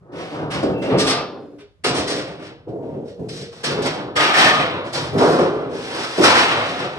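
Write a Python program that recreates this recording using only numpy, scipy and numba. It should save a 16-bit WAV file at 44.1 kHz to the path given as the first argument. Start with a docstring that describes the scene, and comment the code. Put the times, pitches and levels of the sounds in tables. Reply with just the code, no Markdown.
"""A large thin steel sheet is lifted and carried across a workshop, heard through two microphone ports.
Buckles, swings and edge clatter push noise into a dense crowd of plate modes whose pitches slide as it bends.
A few lone modes sing out of the crowd as close beating pairs, each fed by its own rubbing noise.
A changing lag between the ports carries the sheet from left to right; wall sound and still air,
both shaped noise or modes drawn apart for each port, surround it."""
import sys
import numpy as np
from numba import njit
from scipy import signal
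from scipy.fft import rfft, irfft, next_fast_len
from scipy.io import wavfile
from scipy.ndimage import uniform_filter1d, map_coordinates

SR = 44100
rng = np.random.default_rng(int(sys.argv[2]) if len(sys.argv) > 2 else 0)


def master(y):
    """Save y as 16-bit WAV."""
    cut = np.clip(np.atleast_2d(y).T, -1, 1)
    pcm = np.round(cut * 32767)  # scale
    wavfile.write(sys.argv[1], SR, pcm.astype(np.int16))


N = 307818


def undb(db):
    """Decibel law: amplitude gain of a level in dB."""
    return 10 ** (np.asarray(db) / 20)


def along(table, hz):
    """Logarithmic pitch scale: reads (hz, value) rows evenly per octave."""
    log_hz, values = np.log(np.array(table)[:, 0]), np.array(table)[:, 1]
    return np.interp(np.log(hz), log_hz, values)


def fft_hz(size):
    """Discrete Fourier transform: the frequency of each bin, at least 1 Hz."""
    return np.maximum(np.arange(size // 2 + 1) * SR / size, 1)


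def coloured(table, lo_hz, hi_hz, skirt=5.13):
    """Spectral shaping: white noise takes the table's colour between two soft edges, rms 1."""
    size = next_fast_len(N)
    hz = fft_hz(size)
    soft_edges = np.sqrt((1 + (lo_hz / hz) ** skirt) * (1 + (hz / hi_hz) ** skirt))
    spectrum = rfft(rng.standard_normal(size)) * undb(along(table, hz)) / soft_edges
    noise = irfft(spectrum, size)[:N]
    return noise / noise.std()


# Relative spectrum of the still air of the workshop: pitch_hz [Hz], density_db [dB per Hz]
AIR_COLOUR = [(18, -30), (30, -2), (90, 11.5), (240, -17.5), (439, -10), (863, -16), (1000, -16),
              (12000, -39), (15600, -70), (22000, -120)]
AIR_DB = -59  # rms level at each port


def still_air():
    """Diffuse background noise: independent steady noise at each port."""
    return np.array([coloured(AIR_COLOUR, 20, 12000) for _ in range(2)]) * undb(AIR_DB)


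# Spans in which the sound of the events is faded down faster, the steepest near 1.7 s:
# start_s [s], end_s [s], added_fade_db_per_s [dB/s]
FADES = [(0.718, .81, 30), (1.388, 1.602, 31.5), (1.621, 1.72, 152), (2.5, 2.66, 40), (3.1, 3.17, 80),
         (3.456, 3.547, 53), (4.748, 4.906, 24)]
RISE_DB = 16.5  # depth from which an event rises
FADE_POWER = 0.49  # higher modes fade faster by this power of pitch


def held(s, start, rise, hold, db, fade):
    """Exponential decay: an event's power in each range rises, fast at first, holds and fades."""
    rise_db = -RISE_DB * np.maximum(1 - (s - start) / rise, 0) ** 2
    fade_db = fade[:, None] * np.maximum(s - start - rise - hold, 0)
    added_fade_db = sum(rate * np.maximum(np.minimum(s, end) - max(begin, start), 0)
                        for begin, end, rate in FADES)
    return (s >= start) * undb(db[:, None] + rise_db - fade_db - added_fade_db) ** 2


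# Buckles and wobbles in a narrow range of low modes:
# start_s [s], rise_s [s], hold_s [s], level_db [dB at the centre],
# centre_octaves [octaves above BUCKLE_HZ], fade_db_per_s [dB/s at BUCKLE_HZ]
BUCKLES = [(0.0, .1, 0.023, -44, 2.26, 21), (0.086, 0.069, .1, -32.5, 2.2, 25),
           (0.267, 0.11, .2, -26, 2.34, 23), (0.627, .008, .04, -16, 1.91, 19.5),
           (.82, .06, 0.018, -18, 1.94, 25.5), (.9, 0.029, 0.016, -13, 2.17, 49),
           (1.056, 0.01, .06, -19.5, 2.69, 27), (1.286, 0.053, .02, -34, 1.4, 20),
           (1.841, 0.0092, .1, -19.5, 2.45, 25), (2.081, .012, .05, -25, 2.3, 21),
           (2.666, 0.011, 0.043, -24.5, 1.35, 14.5), (2.804, 0.054, 0.094, -28, 1.43, 33),
           (3.174, 0.03, .01, -27, 1.16, 25), (3.516, .02, .03, -43, 2.6, 27),
           (3.634, 0.014, .13, -22.5, 2.33, 33), (3.826, 0.025, .03, -23, 2.5, 15.5),
           (4.16, .008, .08, -26, 2.6, 42), (4.18, 0.07, .26, -19.5, 3.75, 12),
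           (4.4, .07, .01, -21.5, 2.4, 10), (4.927, 0.009, .08, -26.5, 2.57, 9),
           (5.117, 0.078, 0.022, -17, 2.04, 36), (5.191, 0.036, 0.065, -10.5, 2.48, 16.5),
           (5.78, 0.27, .05, -27.5, 2.58, 25), (6.178, 0.011, .02, -14, 1.78, 33),
           (6.213, 0.056, .08, -13.5, 3.04, 14.5), (6.65, 0.055, .02, -32, 2.35, 6)]
BUCKLE_HZ = 100
BELOW_BOW_DB, ABOVE_BOW_DB = 8.5, 8  # loss per squared octave below and above the centre


def buckle_power(s, hz):
    """Plate buckling: each event's power is bowed around a centre pitch."""
    octaves = np.log2(hz / BUCKLE_HZ)
    power = 0
    for start, rise, hold, db, centre, fade in BUCKLES:
        bow_db = np.where(octaves < centre, BELOW_BOW_DB, ABOVE_BOW_DB)
        level_db = db - bow_db * (octaves - centre) ** 2
        power = power + held(s, start, rise, hold, level_db, fade * 2 ** (FADE_POWER * octaves))
    return power


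# Lowest modes while the sheet is swung: time_s [s], level_db [dB]
BASS = [(0.0, -51), (0.15, -42), (0.7, -25.5), (0.85, -28.5), (0.95, -23), (1.77, -70), (1.88, -29.5),
        (2.66, -50), (2.7, -33.5), (3.09, -60), (3.22, -33.5), (3.62, -64), (3.69, -32.5), (4.39, -41),
        (4.47, -30), (4.88, -40), (5.15, -25), (5.85, -43), (6.16, -47), (6.2, -34), (6.32, -29.5),
        (6.34, -32), (6.94, -40), (6.98, -33)]


def swing_power(s):
    """Forced bending: the swing's power follows its level curve."""
    return undb(np.interp(s, *np.transpose(BASS))) ** 2


# Edge contacts that shake the upper modes:
# start_s [s], rise_s [s], hold_s [s], level_db [dB at CLATTER_HZ],
# tilt_db_per_octave [dB/octave], fade_db_per_s [dB/s at CLATTER_HZ]
CLATTERS = [(0.121, 0.093, 0.14, -39, -2, 78), (0.502, 0.021, .02, -28, 0, 89),
            (0.623, .01, 0.00465, -41, 3.5, 117), (.817, .015, 0.036, -33, -2, 78),
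            (0.898, 0.0071, 0.019, -27.5, -11, 113), (0.977, 0.021, .01, -24.5, 5.5, 101),
            (1.059, 0.016, 0.039, -21.5, 5, 141), (1.583, 0.0084, .02, -50.5, -1, 200),
            (1.84, 0.0057, .04, -23, 3, 122), (1.944, .018, .005, -28, 5, 79),
            (2.072, 0.011, 0.0046, -26, 4.5, 67.5), (2.395, 0.075, 0.0055, -41, -0.5, 128),
            (2.678, 0.01, .005, -55.5, -0.5, 302), (2.82, .015, 0.11, -58, -4, 107),
            (3.046, 0.055, .02, -53.5, 3.5, 500), (3.286, 0.0074, 0.072, -43.5, 6.5, 48),
            (3.515, .02, 0.052, -48.5, 4, 60), (3.634, 0.016, .005, -22, 3.5, 100),
            (3.82, .008, .005, -33.5, 5.5, 90), (3.833, 0.045, 0.0079, -27, 1, 94),
            (4.157, 0.013, 0.034, -21.5, -1, 52), (4.185, .045, .03, -17, -2.5, 51),
            (4.322, 0.063, 0.081, -14, -1.5, 60.5), (4.842, .03, 0.046, -47, 4, 63),
            (4.928, 0.0078, .01, -28, 4, 57), (5.177, 0.0061, .15, -29, 1.5, 50),
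            (5.695, 0.19, 0.036, -35, 1.5, 23), (5.842, 0.24, 0.14, -30, 1.5, 55),
            (6.209, 0.052, 0.0066, -16, 2, 92), (6.23, 0.069, 0.11, -14, -2, 48),
            (6.614, 0.067, .02, -29.5, -0.5, 30)]
CLATTER_HZ = 2200
CLATTER_BOW_DB = 1.5  # loss per squared octave from CLATTER_HZ
LOW_TILT_DB = 1  # per octave: least tilt below CLATTER_HZ


def clatter_power(s, hz):
    """Contact excitation: each edge contact spreads its power over a tilted, bowed spectrum."""
    octaves = np.log2(hz / CLATTER_HZ)
    power = 0
    for start, rise, hold, db, tilt, fade in CLATTERS:
        tilt_db = np.where(octaves < 0, max(tilt, LOW_TILT_DB), tilt) * octaves
        level_db = db + tilt_db - CLATTER_BOW_DB * octaves ** 2
        power = power + held(s, start, rise, hold, level_db, fade * 2 ** (FADE_POWER * octaves))
    return power


def chatter(grain_s, scatter_db):
    """Intermittent contact: the push comes in short grains of scattered size, rms 1."""
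    grain = int(grain_s * SR)
    sizes = undb(scatter_db * rng.standard_normal(N // grain + 1))
    gain = uniform_filter1d(np.repeat(sizes, grain), grain)[:N]
    return gain / np.sqrt(np.mean(gain ** 2))


# Edges of the pitch ranges that are pushed separately: pitch_hz [Hz]
EDGES_HZ = (60, 200, 650, 1400, 3500, 12000)
# Typical decay of held steel, damped by the hands: pitch_hz [Hz], t60_s [s]
RING = [(100, 0.26), (500, .3), (1500, 0.25), (4000, 0.34), (10000, 0.089)]


def effort(knock_s=0.0056):
    """Energy balance: the push replaces lost power and adds stored power, so a jump is a knock."""
    hz = np.sqrt(np.multiply(EDGES_HZ[:-1], EDGES_HZ[1:]))
    s = np.arange(0, N / SR + .001, .001)
    power = buckle_power(s, hz) + clatter_power(s, hz)
    power[0] += swing_power(s)
    power = np.array([np.interp(np.arange(N) / SR, s, p) for p in power])
    # energy decay time in samples: the energy stored per unit of power
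    store = along(RING, hz) * SR / np.log(1e6)
    growth = np.gradient(uniform_filter1d(power, int(knock_s * SR)), axis=1)
    push_power = np.maximum(power + store[:, None] * growth, 0)
    return np.sqrt(push_power) * chatter(.006, 3.1)


@njit(fastmath=True)
def modes(push, hz, keep, out_gain, slide, touch, hold):
    """Modal superposition: damped rotating phasors whose pitch and coupling drift between bends."""
    out, re, im = np.zeros(len(push)), np.zeros(len(hz)), np.zeros(len(hz))
    for start in range(0, len(push), 128):
        bend, u = int(start / hold), start / hold % 1
        w = 2 * np.pi / SR * hz * (1 + (1 - u) * slide[bend] + u * slide[bend + 1])
        c, s = keep * np.cos(w), keep * np.sin(w)
        coupling = (1 - u) * touch[bend] + u * touch[bend + 1]
        for i in range(start, min(start + 128, len(push))):
            total = 0.
            for k in range(len(hz)):
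                r = re[k] * c[k] - im[k] * s[k] + coupling[k] * push[i]
                im[k] = re[k] * s[k] + im[k] * c[k]
                re[k] = r
                total += out_gain[k] * r
            out[i] = total
    return out


BEND, BEND_S = 0.01502, .2  # rms relative pitch slide at each bend; seconds from one bend to the next


def ring(push, hz, t60, width_hz, patchy_db):
    """Resonance: each mode passes its share of the push at unit power."""
    keep, hold = np.exp(-np.log(1000) / (t60 * SR)), BEND_S * SR
    slide, patch = rng.standard_normal((2, int(N / hold) + 2, len(hz)))
    # the point of contact wanders over the mode shapes, so each coupling swells, fades and turns over
    touch = undb(patchy_db * np.abs(patch)) * np.sign(patch)
    # 2/3 is the mean power left by gliding between independent couplings
    touch = touch / np.sqrt(np.mean(touch ** 2) * 2 / 3)
    out_gain = np.sqrt(4 * (1 - keep ** 2) * width_hz / SR)
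    # the tiny offset keeps the resonators clear of vanishingly small numbers
    return modes(push + 1e-12, hz, keep, out_gain, BEND * slide, touch, hold)


# Relative radiation of the sheet as the microphone hears it: pitch_hz [Hz], density_db [dB per Hz]
COLOUR = [(18, -53.5), (30, -27.5), (150, -1.5), (219, -9.5), (268, -5), (502, -4), (831, -10),
          (1210, -10.5), (3400, -14.5), (5620, -17), (6540, -28.5), (8620, -25.5), (12300, -44.5),
          (15900, -76), (22000, -120)]


def sheet(push_size, count=500, places=2):
    """Modal density: crowds of modes are shaken at separate places, each by its own noise."""
    out = 0
    for _ in range(places):
        push = 0
        for size, lo, hi in zip(push_size, EDGES_HZ, EDGES_HZ[1:]):
            band = signal.butter(3, (.85 * lo, hi / .85), "bandpass", fs=SR, output="sos")
            push = push + signal.sosfilt(band, size * coloured(COLOUR, lo, hi))
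        # the short treble modes overlap, so fewer stand for them
        place = (np.arange(count) + rng.random(count)) / count
        hz = 30 + 12300 * place ** 1.5
        width_hz = 12300 * 1.5 * np.sqrt(place) / count  # mean spacing of the modes
        t60 = along(RING, hz) * undb(2.8 * rng.standard_normal(count))
        out = out + ring(push, hz, t60, width_hz, patchy_db=2.0)
    return out / np.sqrt(places)


# Lone modes that sing out while rubbed; a row whose end precedes its start stays silent:
# start_s [s], end_s [s], pitch_hz [Hz, middle of the pair], level_db [dB of the drive], t60_s [s]
SINGERS = [(.2, 0.76, 740, -42, 0.44), (0.65, 0.54, 240, -35.5, 0.24), (.632, .74, 450, -32, 0.51),
           (.9, 1.1, 380, -39, 0.43), (0.78, 1.1, 270, -31, 0.57), (1.0, 1.138, 3484, -35, 0.57),
           (0.73, 1.2, 2700, -43, .4), (0.98, 1.19, 1200, -33, .4), (1.2, 1.64, 410, -51, 0.32),
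           (1.4, 1.62, 290, -48.5, 0.36), (1.4, 1.3, 330, -51.5, 0.47), (1.594, 1.62, 2400, -57, .2),
           (2.75, 3.4, 360, -46, 1), (2.68, 3.5, 470, -43, 0.8), (2.76, 2.92, 920, -49.5, 0.48),
           (3.3, 2.71, 1300, -52, .12), (3.194, 3.33, 430, -37, 0.53), (3.67, 3.9, 426, -32.5, 0.41),
           (4.173, 4.58, 1225, -23.5, 0.26), (4.2, 4.295, 407, -30.5, 0.089), (4.34, 4.52, 1804, -19, 0.13),
           (4.4, 4.5, 1650, -29, 0.27), (4.416, 4.48, 3090, -27, .3), (4.4, 4.46, 3100, -28, .25),
           (4.3, 4.48, 760, -35, .3), (5.2, 5.36, 490, -26, 0.42), (5.22, 5.34, 720, -32, 0.26),
           (5.26, 5.36, 375, -23.5, 0.25), (5.13, 5.2, 260, -25, 0.36), (5.13, 5.46, 160, -36, 0.39),
           (6.183, 6.23, 360, -20, 0.12)]


def singers():
    """Beating: rubbing noise feeds each lone mode as two close resonances."""
    out = np.zeros(N)
    for start, end, hz, db, t60 in SINGERS:
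        keep = np.exp(-np.log(1000) / (t60 * SR))
        i = np.arange(int(start * SR), min(int((end + 1) * SR), N))  # leaves 1 s to ring on
        noise = rng.standard_normal(2 * SR)[:len(i)]
        rub = (i < end * SR) * noise * undb(db) * np.sqrt(1 - keep ** 2)
        for f in (hz * .992, hz * 1.008):
            pole = keep * np.exp(2j * np.pi * f / SR)
            out[i] += signal.lfilter([1], [1, -pole], rub).real
    return out


# Power alike at both ports; the rest comes off the walls: pitch_hz [Hz], share [fraction of power]
ALIKE = [(30, .5), (70, .8), (150, .95), (300, .93), (600, .8), (1300, .55), (2600, .45), (10000, .45)]


def workshop(straight, walls):
    """Interaural coherence: divides power between straight sound and each port's wall sound."""
    size = next_fast_len(N)
    alike = along(ALIKE, fft_hz(size))
    straight = irfft(rfft(straight, size) * np.sqrt(alike), size)[:N]
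    walls = irfft(rfft(walls, size) * np.sqrt(1 - alike), size)[:, :N]
    return straight, walls


# Arrival at the left port after the right (negative is earlier): time_s [s], lag_ms [ms]
LAG = [(0, -0.18), (1.0, -0.14), (1.7, 0.12), (2.5, 0.15), (5, 0.16), (7, 0.16)]


def two_ports(straight):
    """Arrival-time difference: the straight sound reaches the nearer port first."""
    i = np.arange(N)
    lag = np.interp(i / SR, *np.transpose(LAG)) * SR / 1000  # samples
    left = map_coordinates(straight, [i - lag], order=3, mode="nearest")
    return np.array([left, straight])


def scene():
    """Superposition: the moving sheet, its wall sound and the still air add up."""
    air = still_air()
    push_size = effort()
    straight, left, right = (sheet(push_size) + singers() for _ in range(3))
    straight, walls = workshop(straight, np.array([left, right]))
    return two_ports(straight) + walls + air


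TOP_HZ = 12200  # upper limit of the microphone's band


def record(dry):
    """Saturation and band limiting: rounds the loudest peaks, then cuts the top."""
    top_cut = signal.ellip(10, .2, 70, TOP_HZ, fs=SR, output="sos")
    return signal.sosfilt(top_cut, np.tanh(dry))


dry = scene()
out = record(dry)
master(out)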